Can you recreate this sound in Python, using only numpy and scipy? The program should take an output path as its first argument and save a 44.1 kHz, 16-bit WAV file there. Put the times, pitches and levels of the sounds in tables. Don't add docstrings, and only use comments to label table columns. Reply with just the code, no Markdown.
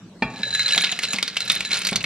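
import sys
import numpy as np
from scipy import signal
from scipy.fft import rfft, irfft, next_fast_len
from scipy.io import wavfile
from scipy.ndimage import uniform_filter1d

SR = 44100
rng = np.random.default_rng(int(sys.argv[2]) if len(sys.argv) > 2 else 0)


def nominal_scale(level):
    x = np.asarray(level, float) / 20
    return 10 ** x


def dump(signal):
    limited = np.clip(np.atleast_2d(signal).T, -1, 1)
    pcm = np.round(limited * 32767).astype(np.int16)
    wavfile.write(sys.argv[1], SR, pcm)


N = 90757

# f/Hz, level/dB
AIR_MID = [(90, -47), (130, -20.5), (250, -15), (1000, -26), (9300, -44.5), (11500, -46), (16000, -90)]
# f/Hz, level/dB
AIR_SIDE = [(60, -51), (130, -18), (3200, -20), (15000, -30.5)]
# f/Hz, width/Hz, level/dB
HUM = [(51, 9.3, -51.5), (123.7, 32, -53.5), (187.6, 48, -48)]
# t/s, level/dB
SWAY = [
    (0, 5),
    (.2, 0),
    (.25, 19.5),
    (.34, -1),
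    (.54, 6.5),
    (.91, -4.5),
    (1.64, 3),
    (1.78, -2),
    (1.95, 9),
    (2.06, 9),
]
# f/Hz, level/dB, T60/s
POT_MODES = [(261.5, -13, 0.17), (449, -8, 0.051), (600, -10.5, 0.047), (886, -3, 0.094), (1126, -21, 0.67),
             (1795, 0, 0.038), (2373, -2.5, 0.15), (2470, -14.5, 0.16), (2681, -10.5, 0.1),
             (3330, -18, 0.14), (3920, -6, 0.021), (4365, -10.5, 0.052), (5080, -24.5, 0.098)]
# t/s, level/dB, f/Hz
THUMPS = [
    (0.221, -11.5, 227),
    (0.244, -37, 130),
    (0.275, -28, 130),
    (0.339, -28, 186),
    (0.397, -21, 210),
    (0.759, -19.5, 170),
    (1.139, -16.5, 199),
    (1.92, -10.5, 198),
    (1.942, -18, 225),
    (1.972, -24.5, 160),
]
# t/s, level/dB
WALL_TAPS = [
    (0.769, -20),
    (0.925, -26.5),
]
# f/Hz, level/dB, T60/s
BOWL_MODES = [(1700, -12, .06), (3945, 0, .036), (4075, 0, .03), (6975, 0, .034), (10700, -15, .04),
              (14900, -29, .04)]
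# t/s, level/dB, twin partial level/dB, upper partials level/dB
PINGS = [(.3686, -27, -4, -25.5), (0.4319, -11, -20, -24), (0.4681, -25, -7, -10), (0.4762, -21, -23, -10),
         (0.506, -21.5, 2, -9), (0.5278, -18, -2, -18), (0.5381, -11.5, -12, -13), (0.5486, -13, -16, -12),
         (0.574, -30, -3, -5), (.594, -16.5, 6.5, -19), (0.6042, -10.5, -14, -19), (0.618, -15.5, 1, -24),
         (0.647, -19, -13.5, -23), (.6594, -17, 10, -8), (0.7217, -10, -2, -22), (.7332, -9, -8, -10),
         (0.7575, -15.5, -3, -1.5), (0.802, -20, -6, -4), (0.8225, -11, -2, -12.5), (0.898, -29.5, -8, 1),
         (0.9158, -15.5, -18, -2.5), (0.944, -44, -19, -18), (1.006, -27, -13, -23),
         (1.021, -25.5, -11, -6), (1.0852, -21, -8, -4), (1.106, -18, -5, -5.5), (1.125, -23, -3, 3),
         (1.253, -28, -13, -12), (1.4188, -22, 6, -14), (1.477, -19, -3, -14), (1.5634, -19, -15, -18),
         (1.6559, -20, -2, -7.5), (1.6704, -24, -11, -7), (1.717, -18, -2, -12), (1.7281, -21, 6, -4),
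         (1.769, -24, -8, 3)]
# t/s, level/dB
SLIDE = [
    (.25, -58.5),
    (.4, -46),
    (.62, -35.5),
    (1.1, -52),
    (2.05, -64),
]
# t/s, level/dB
POUR = [
    (.3, -48),
    (.5, -38),
    (.7, -30.5),
    (.88, -32.5),
    (1.0, -36),
    (1.33, -41.5),
    (1.53, -30.5),
    (1.68, -38.5),
    (1.75, -25.5),
    (2.05, -54),
]
# t/s, level/dB, f/Hz, treble level/dB
LANDINGS = [(0.4327, -19.5, 2240, -14.5), (0.5489, -14.5, 1950, -10.5), (0.5938, -14.5, 1950, -12),
            (0.6056, -22, 2240, -24), (0.6604, -23.5, 2260, -29), (0.6811, -14.5, 3850, -12),
            (0.6888, -8.5, 3710, -16), (0.692, -21, 2680, -17), (0.707, -14, 2770, -14),
            (0.719, -20, 2950, -15), (0.7234, -14.5, 2550, -8), (0.7474, -10, 2400, -19),
            (0.7775, -5, 3660, -17), (0.8086, -13.5, 2460, -10), (0.8378, -7, 2850, -20),
            (0.8426, -6, 3610, -16.5), (0.8686, -16, 2550, -18), (0.893, -15, 2360, -25),
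            (0.9224, -14, 3630, -14), (0.9271, -15.5, 2720, -34), (0.935, -28, 2700, -33),
            (0.9898, -13.5, 2000, -12), (1.0306, -16, 3560, -10), (1.0343, -12, 4330, -13.5),
            (1.038, -19, 2530, -19), (1.0424, -12, 3980, -22), (1.05, -16.5, 2750, -10.5),
            (1.1328, -11, 2440, -6.5), (1.151, -21, 3200, -6), (1.1593, -16, 3700, -14),
            (1.1636, -22.5, 4400, -16), (1.185, -11.5, 2220, -15.5),
            (1.227, -7.5, 3660, -12), (1.278, -12, 4320, -14), (1.357, -25.5, 2010, -15),
                 (1.3683, -7, 2746, -13), (1.4053, -12, 4040, -10), (1.48, -23, 3940, 3),
                 (1.4991, -5.5, 3650, -18), (1.5172, -12.5, 1950, -8), (1.55, -18, 3410, -8),
                 (1.561, -16, 3800, -25), (1.6062, -10, 2490, -12.5), (1.649, -14.5, 3900, -15),
                 (1.707, -17.5, 2350, -15), (1.714, -13.5, 2580, -12.5), (1.7315, -10.5, 4110, -15),
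                 (1.7701, -15.5, 4330, -14), (1.8167, -16, 2720, -12), (1.8497, -11.5, 4500, -15.5),
                 (1.869, -10, 4570, -7), (1.8887, -11, 2340, -9.5), (1.929, -16, 3720, -18),
                 (1.958, -6, 4470, -9.5), (2.0065, -19.5, 2630, -15.5), (2.0276, -28, 2300, 14),
                 (2.0408, -13, 2240, -17.5)]
# t/s, level/dB, f/Hz
CHIPS = [(.8196, -10, 9200), (1.2277, -32, 13000), (1.4522, -22, 10200), (1.5201, -8, 9100),
         (1.5206, -15, 11700), (1.5535, -11.5, 10850), (1.777, -35, 9300), (1.7909, -11, 9000),
         (1.8488, -18, 10600), (1.8693, -25, 12740), (1.912, -14, 8500)]
# f/Hz, level/dB
LANDING_COLOUR = [(300, -13), (1000, -14.5), (1400, -8.5), (2700, -2.5), (4200, -8), (7000, -12.5),
                  (11000, -18.5), (14000, -29.5), (15900, -42)]
# f/Hz, width/Hz, level/dB
HOLLOW_MODES = [(1400, 42, -4.5), (2188, 150, -9.5), (2550, 39, -10.5), (2720, 48, -18.5), (3650, 60, -7),
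                (4176, 960, -6.5)]
# f/Hz, T60/s
ROOM_T60 = [(500, 0.82), (10000, 0.067)]
# f/Hz, level/dB
ROOM_APART = [(700, -26), (2200, -26), (3800, -3)]
# f/Hz, lead of the left port/rad
PORT_LEAD = [(3800, -1.5), (4900, -1.02), (5900, -1.4), (9000, -2.5), (12500, -2.5), (15600, -2)]

AIR_MID_DB, AIR_SIDE_DB, AIR_PATCH_DB = -49, -57.5, 5
KNOCK_S, KNOCK_DB = .2222, -7
CRACK_DB, CRACK_S, CRACK_HZ = -8.5, 0.018, 1890
THUMP_T60_S, THUMP_RISE_S, THUMP_UPPER_HZ, THUMP_UPPER_DB = .045, .004, 722, -11
PING_RISE_S, PING_DB, PING_LUCK_DB = .002, 4, -1
PING_WAVER = .004
SLIDES_PER_S, SLIDE_SPREAD_DB, SLIDE_DB = 460, 5.5, 7
TICKS_PER_S, TICK_SPREAD_DB, TICK_DB, TICK_TREBLE_DB = 900, 2.5, 0, 2
HOLLOW_DB = -3
SNAP_S, BOUNCE_S, BOUNCE_DB = .0007, 0.003, -18
RATTLE_S, RATTLE_DB = 0.0067, -4.5
PITCH_WIDTH_HZ, PITCH_DB = 404, -5.5
LANDING_TREBLE_DB, LANDING_DB = 17, 2.5
CHIP_T60_S = .006
ROOM_DB = -14.5
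PORTS_ALIKE_HZ, PORTS_PART_HZ, PORTS_PART_RAD, PORT_TILT_DB = 2000, 3100, -.55, -1
LOW_CUT_HZ = 74
MID_MUTE_DB, MID_MUTE_HZ, MID_MASK_DB = -85.5, 8880, -17.5
SIDE_MUTE_DB, SIDE_MUTE_HZ = -79, 14100


def evened(x):
    return x / np.sqrt(np.mean(x ** 2) + 1e-20)


def read(points, hz):
    f, value = np.transpose(points)
    return np.interp(np.log(hz + 1), np.log(f + 1), value)


def curve(points):
    s, db = np.transpose(points)
    return nominal_scale(np.interp(np.arange(N) / SR, s, db, left=-120))


def add(mix, s, sound):
    part = mix[max(round(s * SR), 0):][:len(sound)]
    part += sound[:len(part)]


def shape(x, gain):
    size = next_fast_len(x.shape[-1] + 2048)
    spectrum = rfft(x, size) * gain(np.fft.rfftfreq(size, 1 / SR))
    return irfft(spectrum, size)[..., :x.shape[-1]]


def brighter(x, db):
    return shape(x, lambda hz: nominal_scale(read([(4200, 0.0054), (6000, db)], hz)))


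def resonate(x, hz, width_hz):
    r = np.exp(-np.pi * width_hz / SR)
    poles = [2, -4 * r * np.cos(2 * np.pi * hz / SR), 2 * r * r]
    return signal.lfilter([1 - r * r, 0, r * r - 1], poles, x)


def ring(modes, length, rise):
    t = np.arange(0, length, 1 / SR)
    hz, db, t60 = np.transpose(modes)[:, :, None]
    return nominal_scale(db - 60 * t / t60) * np.sin(2 * np.pi * hz * t) * (1 - np.exp(-t / rise))


def scatter(per_s, spread_db):
    chance, sign, size = rng.random((N, 3)).T
    level_db = np.minimum(-spread_db * np.log(size + 1e-9), 15)
    return (chance < per_s / SR) * np.sign(sign - .5) * nominal_scale(level_db)


def air():
    frames, hz = N // 256 + 5, np.fft.rfftfreq(1024, 1 / SR)
    a, b, c, d, patches = rng.standard_normal((frames, 513, 5)).T
    patches = uniform_filter1d(uniform_filter1d(patches, 8, 0), 10, 1)
    patches = nominal_scale(AIR_PATCH_DB * evened(patches))
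    mid_bins = (a + 1j * b) * nominal_scale(read(AIR_MID, hz))[:, None]
    side_bins = (c + 1j * d) * nominal_scale(read(AIR_SIDE, hz))[:, None]
    z = np.array([mid_bins, side_bins]) * patches
    mid, side = signal.istft(z, nperseg=1024, noverlap=768)[1][:, :N]
    mid, side = nominal_scale(AIR_MID_DB) * evened(mid), nominal_scale(AIR_SIDE_DB) * evened(side)
    return np.array([mid + side, mid - side])


def hum():
    drones = []
    for noise, (hz, width_hz, db) in zip(rng.standard_normal((len(HUM), N)), HUM):
        drone = resonate(resonate(noise, hz, width_hz), hz, width_hz)
        drones.append(nominal_scale(db) * evened(drone))
    low, middle, high = drones
    return (low + middle) * curve(SWAY) + high


def rim_knock(out):
    t = np.arange(3000) / SR
    modes = [(hz, db, min(t60, .3)) for hz, db, t60 in POT_MODES]
    knock = ring(modes, .6, 0.0012).sum(0)
    crack = rng.standard_normal(3000) * np.exp(-t / CRACK_S)
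    crack = shape(crack, lambda hz: 1 / (1 + (hz / CRACK_HZ) ** 4))
    add(out, KNOCK_S, nominal_scale(KNOCK_DB) * knock / abs(knock).max())
    add(out, KNOCK_S, nominal_scale(KNOCK_DB + CRACK_DB) * crack / abs(crack).max())


def pot():
    out, t = np.zeros(N), np.arange(3000) / SR
    rim_knock(out)
    for (s, db, hz), noise in zip(THUMPS, rng.standard_normal((len(THUMPS), 3000))):
        modes = [(hz, db, THUMP_T60_S), (hz * 1.223, db - 11.0, THUMP_T60_S)]
        add(out, s, ring(modes, .2, THUMP_RISE_S).sum(0))
        puff = evened(resonate(noise, 510, 500)) * np.exp(-t / 0.0094) * (1 - np.exp(-t / THUMP_RISE_S))
        add(out, s, nominal_scale(db + THUMP_UPPER_DB) * puff)
    for s, db in WALL_TAPS:
        add(out, s, ring([(THUMP_UPPER_HZ, db, .04)], .1, 0.00085)[0])
    return out


def bowl_patter():
    taps = scatter(SLIDES_PER_S, SLIDE_SPREAD_DB)
    rows = []
    for partial in ring(BOWL_MODES, .12, PING_RISE_S):
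        strikes = taps * rng.uniform(-0.35, 1, N)
        rows.append(signal.oaconvolve(strikes, partial)[:N])
    patter = np.array(rows)
    patter[2:] *= nominal_scale(-14)
    return nominal_scale(SLIDE_DB) * curve(SLIDE) * evened(patter) / np.sqrt(len(BOWL_MODES))


def bowl():
    out = np.zeros((len(BOWL_MODES), N))
    hz, rest_db, t60 = np.transpose(BOWL_MODES)
    chances = rng.standard_normal((len(PINGS), 2, len(BOWL_MODES)))
    for (s, db, twin_db, upper_db), (luck, waver) in zip(PINGS, chances):
        luck_db = PING_LUCK_DB * luck * [1, 0, 0, 0, 1, 1]
        mode_db = rest_db + db + PING_DB + luck_db + upper_db * (hz > 5000)
        mode_db[2] += twin_db
        modes = np.transpose([hz * (1 + PING_WAVER * waver), mode_db, t60])
        for row, partial in zip(out, ring(modes, .12, PING_RISE_S)):
            add(row, s, partial)
    return out + bowl_patter()


def hollow(x):
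    cavities = sum(nominal_scale(db) * resonate(x, hz, width_hz) for hz, width_hz, db in HOLLOW_MODES)
    x = x + nominal_scale(HOLLOW_DB) * 4 * cavities
    return shape(x, lambda hz: nominal_scale(read(LANDING_COLOUR, hz)))


def small_ticks():
    taps = scatter(TICKS_PER_S, TICK_SPREAD_DB)
    kind = rng.integers(0, 16, N)
    grains = rng.standard_normal((16, 400)) * np.exp(-np.arange(400) / SR / 0.0015)
    ticks = sum(signal.oaconvolve(taps * (kind == k), g)[:N] for k, g in enumerate(grains))
    return nominal_scale(TICK_DB) * curve(POUR) * evened(brighter(hollow(ticks), TICK_TREBLE_DB))


def snap(t):
    return np.exp(-abs(t) / SNAP_S) * (t > 0)


def clack(hz, treble_db, noise):
    t = np.arange(len(noise)) / SR
    grain = 0.45 + abs(uniform_filter1d(noise[::-1], size=40)) * 6
    rattle = nominal_scale(RATTLE_DB) * grain * np.exp(-t / RATTLE_S)
    envelope = snap(t) + nominal_scale(BOUNCE_DB) * snap(t - BOUNCE_S) + rattle
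    burst = (noise + 2.0 * signal.unit_impulse(len(t), idx=12)) * envelope
    burst = burst * (1 - np.exp(-t / 0.00038))
    burst = burst + nominal_scale(PITCH_DB) * 4 * resonate(burst, hz, PITCH_WIDTH_HZ)
    sound = brighter(hollow(burst), treble_db + LANDING_TREBLE_DB)
    return sound / abs(sound).max()


def pasta():
    out, landings = small_ticks(), LANDINGS
    for (s, db, hz, treble_db), noise in zip(landings, rng.standard_normal((len(landings), 2600))):
        add(out, s, nominal_scale(db + LANDING_DB) * clack(hz, treble_db, noise))
    for s, db, hz in CHIPS:
        modes = [(hz, db, CHIP_T60_S), (hz * 1.08, db - 3, CHIP_T60_S)]
        add(out, s, ring(modes, .03, 0.00022).sum(0))
    return out


def kitchen(x):
    size = SR // 2
    taps, slots = np.zeros((2, size)), np.arange(200, size - 20, 20)
    at = slots + rng.integers(0, 20, (2, len(slots)))
    np.put_along_axis(taps, at, rng.choice([-1., 1.], at.shape), 1)
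    hz, t, z = signal.stft(taps, SR, nperseg=256)
    decay = nominal_scale(-60 * t / read(ROOM_T60, hz)[:, None])
    tail = signal.istft(z * decay, SR, nperseg=256)[1]
    mid, side = signal.fftconvolve(x[None], tail / np.linalg.norm(tail[0]), axes=1)[:, :N]
    side = shape(side, lambda f: nominal_scale(read(ROOM_APART, f)))
    return nominal_scale(ROOM_DB) * np.array([mid + side, mid - side])


def ports(x):
    lead = [(PORTS_ALIKE_HZ, 0), (PORTS_PART_HZ, PORTS_PART_RAD)] + PORT_LEAD
    tilt = [(PORTS_ALIKE_HZ, 0), (PORTS_PART_HZ, PORT_TILT_DB)]

    def half(hz):
        return nominal_scale(read(tilt, hz) / 2) * np.exp(.5j * read(lead, hz))

    return np.array([shape(x[0], half), shape(x[1], lambda hz: 1 / half(hz))])


def muted(x, db, from_hz, mask=0):
    hz, _, z = signal.stft(x, SR, nperseg=1024)
    band = np.repeat(abs(z[:512]).reshape(32, 16, -1).mean(1), 16, axis=0)
    faint = band < nominal_scale(db) + mask * band.mean(0)
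    z[:512] *= 1 - faint * (hz[:512, None] > from_hz)
    return signal.istft(z, SR, nperseg=1024)[1][:N]


def scene():
    ringing = bowl()
    near = pot() + ringing[:-2].sum(0) + pasta()
    return ports(near + kitchen(near)) + air() + hum() + ringing[-2:].sum(0)


def top_cut(x):
    return signal.sosfilt(signal.butter(12, 16060, fs=SR, output="sos"), x)


def record(dry):
    dry = shape(dry, lambda hz: 1 / (1 + (LOW_CUT_HZ / (hz + 1)) ** 4))
    mid = muted((dry[0] + dry[1]) / 2, MID_MUTE_DB, MID_MUTE_HZ, nominal_scale(MID_MASK_DB))
    side = muted((dry[0] - dry[1]) / 2, SIDE_MUTE_DB, SIDE_MUTE_HZ)
    return top_cut(np.array([mid + side, mid - side]))


dry = scene()
out = record(dry)
dump(out)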